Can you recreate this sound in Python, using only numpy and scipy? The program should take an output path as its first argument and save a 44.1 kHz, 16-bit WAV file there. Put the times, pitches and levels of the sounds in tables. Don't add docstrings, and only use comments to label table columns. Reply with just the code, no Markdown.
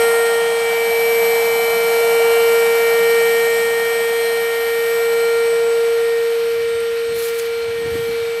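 import sys
import numpy as np
from scipy import signal
from scipy.fft import rfft, irfft
from scipy.io import wavfile
from scipy.ndimage import map_coordinates

SR = 44100
rng = np.random.default_rng(int(sys.argv[2]) if len(sys.argv) > 2 else 0)


def file_out(sig):
    cols = np.atleast_2d(sig).T
    lim = np.clip(cols, -1, 1)
    pcm = np.round(lim * 32767).astype(np.int16)
    wavfile.write(sys.argv[1], SR, pcm)


N = 370440
TIME = np.arange(N) / SR
SLIP = .5632
NEAR_M = .5

# (low edge [Hz], high edge [Hz])
BANDS = dict(case=(130, 300), hose=(550, 880), rush=(1440, 1800), spray=(3300, 4100), hiss=(9300, 10130),
         sizzle=(11640, 11980), cloth=(9000, 11000), hand=(35, 130))


def undb(db):
    return 10 ** (np.asarray(db) / 20)


def curve(table):
    seconds, values = np.transpose(table)
    return np.interp(TIME, seconds, values)


def bell(s, half):
    return np.exp(-.5 * ((TIME - s) / half) ** 2)


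def swells(table):
    return np.sqrt(sum((undb(db) * bell(s, half)) ** 2 for s, db, half in table))


def walk(rate):
    values = rng.standard_normal(8192)
    place = TIME * rate
    i = place.astype(int)
    part = place - i
    ease = part * part * (3 - 2 * part)
    return values.take(i, mode="wrap") + np.diff(values).take(i, mode="wrap") * ease


def noise(colour, band):
    hz = np.arange(N // 2 + 1) * SR / N
    points, db = np.transpose(colour)
    gain = undb(np.interp(np.log(hz + 1), np.log(points), db))
    gain *= np.minimum(hz / points[0], 1) ** 2
    gain *= np.minimum(points[-1] / (hz + 1), 1) ** 2
    inside = (hz > band[0]) & (hz < band[1])
    band_rms = np.sqrt(np.mean(gain ** 2 * inside))
    return irfft(rfft(rng.standard_normal(N)) * gain, N) / band_rms


def tone(angle, db):
    return np.sqrt(2) * undb(db) * np.sin(angle + rng.uniform(0, 2 * np.pi))


def faded(far, db, fall_db):
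    return db - fall_db * far


def lobes(multiple):
    # (multiple of the rotor speed, time [s], half length [s], level change [dB])
    crossings = [(3, 0.088, 0.28, 8), (3, 1.16, 0.25, -8.5), (3, 2.4, 0.52, 5), (3, 5.37, 0.24, 7),
                 (4, 0.24, 0.28, 10), (4, 3.45, 0.59, 10), (4, 4.8, 0.53, 8), (4, 6.14, 0.11, 6),
                 (4, 7.9, 0.21, 3), (4, 8.25, 0.07, -12), (5, 0.31, 0.26, -8), (5, 0.78, 0.45, 4),
                 (5, 5.26, 0.18, 3.5), (5, 6.2, 0.75, -5), (6, 1.6, 0.18, -21), (6, 2.34, 0.21, 5.5),
                 (7, 0.51, 0.26, 10.5), (7, 2.3, 0.46, -7), (7, 4.26, 0.49, 11.5), (7, 8, 0.33, 23.5),
                 (9, 0.16, 0.26, -0.5), (9, .72, 0.045, -14), (9, 1.17, 0.043, -8), (9, 1.75, .4, 2),
                 (9, 2.68, .1, -9), (9, 4.25, 0.075, 5.5), (9, 4.83, 0.16, -4), (9, 5.22, 0.079, 6),
                 (9, 6.2, .12, -8), (9, 6.35, .074, 5), (9, 6.76, 0.15, -9), (9, 7.17, 0.064, 9.5),
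                 (9, 7.6, .07, 9), (9, 7.9, .07, -6), (9, 8.12, 0.11, 8), (16.56, 3.55, .17, 8),
                 (16.56, 5.15, .15, 7), (17, 0.95, 0.07, -21), (17, 2, .17, -11), (17, 4.66, .12, -14),
                 (17, 5.05, .2, 5), (17, 5.72, .09, 7), (17, 6.9, 0.38, -9), (18, 0.1, 0.35, 8),
                 (18, 2.84, 0.12, -7), (18, 3.6, 0.3, 2.5), (18, 5.36, 0.19, 4), (18, 8.3, .15, -8),
                 (19, 4.25, 0.42, 9), (22, .3, .3, 7), (23, 0.1, 0.34, 7), (23, .9, .15, -10),
                 (23, 3.7, .28, -19), (24, 0.15, 0.36, 9), (24, 1.2, .3, -9), (24, 2.1, .3, 5),
                 (24, 5.65, .3, 7), (25, .2, .28, 4), (25, 5.1, .5, 5), (26, 0.2, 0.33, 13),
                 (27, 0.46, 0.12, -17), (27, 1.2, 0.3, 6.5), (27, 4.8, 0.35, 6), (27, 5.64, 0.12, -10)]
    return sum(db * bell(s, half) for order, s, half, db in crossings if abs(order - multiple) < .25)


def scattered(angle, db, multiple, echo_db, base_rate=7, rate_per_order=.4):
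    share = undb(np.minimum(echo_db, 0)) / np.sqrt(2)
    rate = base_rate + rate_per_order * multiple
    angle = angle + rng.uniform(0, 2 * np.pi)
    in_step = (1 + share * walk(rate)) * np.sin(angle)
    quarter_turn_off = share * walk(rate) * np.cos(angle)
    return undb(db) * (in_step + quarter_turn_off) / np.sqrt(.5 + share ** 2)


def handling(grip_db=-58, uneven_db=1.8):
    # (frequency [Hz], level [dB])
    hand_colour = [(28, -36), (45, -4.5), (75, 3), (120, 0), (200, -3.5), (320, -5.5), (700, -16)]
    # (time [s], level [dB], half length [s])
    grip_shifts = [(5.45, -55, .15), (6.7, -53, 0.25), (7.14, -45, .06), (7.93, -39.5, 0.065),
                   (7.96, -44, 0.24)]
    rumble = noise(hand_colour, BANDS["hand"])
    return rumble * np.hypot(undb(grip_db), swells(grip_shifts)) * undb(uneven_db * walk(22))


def knocks():
    # (time [s], peak level of the envelope [dB], pitch [Hz], rise [cycles])
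    blows = [(6.643, -38, 116, .7), (6.744, -36, 90, .7), (7.145, -37, 85, .7), (7.679, -35, 110, .8),
             (7.818, -35, 170, .8), (7.859, -22, 250, .35), (7.872, -26, 122, .7), (7.912, -27.5, 78, .6),
             (7.954, -19.5, 300, .45), (7.989, -23, 125, .55), (8.088, -35, 150, .6), (8.218, -35, 100, .7)]
    out = np.zeros(N)
    for s, db, hz, rise_cycles in blows:
        cycles = np.maximum(TIME - s, 0) * hz
        swell = cycles / rise_cycles * np.exp(1 - cycles / rise_cycles)
        out += undb(db) * swell * np.sin(2 * np.pi * cycles)
    return out


def ticks(decay_s=0.005):
    # (time [s], level at the start [dB], centre [Hz], width [Hz])
    snaps = [(6.803, -34, 10500, 2500), (7.187, -33, 11000, 6000), (7.287, -32, 7000, 9000),
             (7.388, -26, 10000, 11000), (7.396, -23, 5500, 9000)]
    out = np.zeros(N)
    for s, db, hz, width in snaps:
        edges = np.clip([hz - width / 2, hz + width / 2], 200, .45 * SR)
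        band = signal.butter(2, edges, "band", fs=SR, output="sos")
        burst = signal.sosfilt(band, rng.standard_normal(N))
        decay = (TIME >= s) * np.exp(-np.clip((TIME - s) / decay_s, 0, 20))
        out += undb(db) * burst / burst.std() * decay
    return out


def fabric(grain_db=1.3, catch_db=1.4, crackle_rate=120, crackle_gain=0.58, crackle_s=0.0019):
    # (frequency [Hz], level [dB])
    cloth_colour = [(800, -12), (1500, -1), (3000, -1), (4500, 1), (6000, -3), (8000, -2), (10000, 0),
                    (12500, 2.5), (14000, -2), (15700, -7)]
    # (time [s], level [dB], half length [s])
    scuffs = [(4.93, -49, 0.08), (7.205, -40.5, 0.042), (7.268, -39, 0.028), (7.39, -46, 0.075),
              (8.02, -52, 0.12)]
    snags = (rng.random(N) < crackle_rate / SR) * rng.exponential(size=N)
    crackle = signal.lfilter([1], [1, -np.exp(-1 / (crackle_s * SR))], snags)
    weave = undb(catch_db * walk(70) + grain_db * walk(600))
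    return noise(cloth_colour, BANDS["cloth"]) * swells(scuffs) * np.hypot(weave, crackle_gain * crackle)


def airflow(angle, far, hose_db, chop=0.06, flicker_db=0.7, low_shade=0.05, hiss_shade=0.14, drift=.01):
    # (frequency [Hz], level [dB])
    case_colour = [(50, -30), (90, -13), (130, -11.5), (180, 1.5), (260, -4), (340, -13), (600, 2)]
    hose_colour = [(300, -34), (420, -17), (540, -11.5), (630, -3), (725, 2), (850, -6), (980, -11),
                   (1180, -10), (1400, -44), (2500, -53)]
    rush_colour = [(600, -27), (1000, -2), (1350, 1), (1600, 2.5), (2000, 1), (2500, -5.5), (3000, -21),
                   (5000, -10.5), (9000, -23)]
    spray_colour = [(1200, -6), (2300, 6), (3200, 3.5), (3900, 1.5), (4400, 2), (5050, -7.5), (5550, -13),
                    (6200, -7.5), (7300, -36), (8000, -17), (10000, -37), (15000, -32)]
    hiss_colour = [(4400, 4), (5050, 2), (5550, 7), (6100, -3.5), (7300, -0.5), (7900, 2), (8700, 3),
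                   (9200, -2.5), (10200, 2), (10800, -6), (13500, -4), (15500, -24)]
    sizzle_colour = [(10000, -22), (11100, -6), (11750, 1.5), (12500, 2), (13100, -2), (13800, -15),
                     (15000, -27)]
    # (level at NEAR_M [dB], fall per doubling of distance [dB])
    case_db = (-44.5, 6)
    rush_db = (-39.5, 3)
    spray_db = (-42.5, 0.76)
    hiss_db = (-46, 6.5)
    sizzle_db = (-42.5, 10)
    # (centre [s], half length [s], depth [dB])
    shade = (0.34, 0.31, -6)
    centre, half, depth_db = shade
    shade_db = depth_db * bell(centre, half)
    low_shade_db = low_shade * shade_db

    case = noise(case_colour, BANDS["case"]) * undb(faded(far, *case_db) + low_shade_db)
    drifting = np.cumsum(1 + drift * walk(3))
    roar = map_coordinates(noise(hose_colour, BANDS["hose"]), [drifting], order=3, mode="mirror")
    hose = roar * undb(hose_db)
    rush = noise(rush_colour, BANDS["rush"]) * undb(faded(far, *rush_db) + low_shade_db)
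    spray = noise(spray_colour, BANDS["spray"]) * undb(faded(far, *spray_db) + low_shade_db)
    hiss = noise(hiss_colour, BANDS["hiss"]) * undb(faded(far, *hiss_db) + hiss_shade * shade_db)
    sizzle = noise(sizzle_colour, BANDS["sizzle"]) * undb(faded(far, *sizzle_db) + shade_db)
    chopped = (1 + chop * np.sin(angle)) * undb(flicker_db * walk(45))
    return case + hose + (rush + spray + hiss + sizzle) * chopped


def bearing(angle, far, trim_db=-0.1, fall_db=7, fade_db=2.0):
    # (rotor order, level at NEAR_M before trim, lobes and fading [dB])
    upper_tones = [(2, -44), (3, -46), (4, -37.5), (5, -48), (6, -36.5), (8, -49.5), (16, -49.5)]
    # (rotor order, level [dB])
    lower_tones = [(4, -46.5), (5, -61), (6, -42), (18, -52.5), (21, -52)]
    slip = SLIP * angle + 0.59 * walk(14)
    out = 0
    for side, table in ((1, upper_tones), (-1, lower_tones)):
        for order, db in table:
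            level_db = faded(far, db + trim_db, fall_db) + lobes(order + side * SLIP) + fade_db * walk(5)
            out = out + tone(order * angle + side * slip, level_db)
    return out


def whine(angle, far, echo_db=-20, echo_growth_db=6, weak_echo=0.45):
    # (multiple of the rotor speed, level at NEAR_M before lobes [dB], fall per doubling of distance [dB])
    overtones = [(3, -33.5, 3.5), (4, -34.5, 4.5), (5, -26, 6.5), (6, -39.5, 10.5), (7, -41, 16),
                 (8, -50.5, 0), (9, -41, 5.5), (12, -48.5, 5), (14, -49.5, 6.5), (15, -48.5, 9),
                 (17, -43.5, 5.5), (18, -39.5, 5.5), (19, -47, 6.5), (20, -50.5, 6), (22, -53, 9),
                 (23, -48, 7), (24, -48.5, 9), (25, -44, 13), (26, -55, 7), (27, -38.5, 7), (28, -49, 14)]
    top_db = max(db for _, db, _ in overtones)
    out = 0
    for multiple, db, fall_db in overtones:
        lobe_db = lobes(multiple)
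        echoes_db = echo_db + echo_growth_db * far + weak_echo * (top_db - db)
        echoes_db = echoes_db - .5 * np.minimum(lobe_db, 10)
        out = out + scattered(multiple * angle, faded(far, db, fall_db) + lobe_db, multiple, echoes_db)
    return out


def hum(angle, hose_db, octave_db=-6.5):
    # (time [s], level [dB])
    hum_level = [(0, -14), (0.7, -18.5), (1.22, -15), (1.66, -17.5), (2.22, -13.5), (2.53, -13),
                 (2.78, -15), (3.13, -13.5), (3.86, -18.5), (4.26, -17.5), (4.54, -19.5), (5.19, -15.5),
                 (5.82, -15), (7.09, -20), (7.81, -21.5), (8.21, -20), (8.4, -22)]
    # (centre [s], half length [s], rate [Hz], depth [dB])
    flutter_setting = (3.95, .22, 21, .75)
    # (time [s], phase step [radians])
    hiccup_setting = (2.013, .7)
    centre, half, hz, depth_db = flutter_setting
    flutter_db = depth_db * bell(centre, half) * np.sin(2 * np.pi * hz * TIME)
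    when, step = hiccup_setting
    hiccup = step * np.clip((TIME - when) / .006 + .5, 0, 1)
    octave = tone(2 * angle, hose_db + octave_db)
    return tone(angle + hiccup, curve(hum_level) + flutter_db + 0.08 * walk(40)) + octave


def scene():
    # (time [s], turns per second [Hz])
    speed = [(0, 463.3), (.45, 463.5), (.8, 462.2), (1.15, 461.9), (1.6, 462.4), (4.9, 462.9), (5.3, 463.3),
             (6.4, 463.1), (7.5, 463.2), (8.4, 462.4)]
    # (time [s], distance [m])
    distance = [(0, 0.5), (.5, 0.68), (1.15, 0.53), (2.4, 0.52), (3.3, 0.53), (4.3, 0.8), (5.2, 0.91),
                (6.1, 1.19), (7, 1.58), (7.7, 1.88), (8.4, 1.46)]
    # (time [s], level [dB])
    roar_level = [(0, -28.5), (.6, -31), (2.3, -28), (4, -34.5), (4.35, -34.5), (4.7, -37.5), (5.15, -35.5),
                  (5.7, -36), (6.1, -40.5), (7.05, -48.5), (7.5, -44), (8.4, -44.5)]
    angle = 2 * np.pi * np.cumsum(curve(speed) + .12 * walk(18)) / SR
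    far = np.log2(curve(distance) / NEAR_M)
    hose_db = curve(roar_level)
    near_sounds = handling() + knocks() + ticks() + fabric()
    air = airflow(angle, far, hose_db)
    tones = bearing(angle, far) + whine(angle, far) + hum(angle, hose_db)
    return (near_sounds + air + tones)[None]


def record(dry):
    dry = signal.sosfilt(signal.butter(3, 45, "high", fs=SR, output="sos"), dry)
    return signal.sosfilt(signal.ellip(10, .1, 80, 15500, fs=SR, output="sos"), dry)


dry = scene()
out = record(dry)
file_out(out)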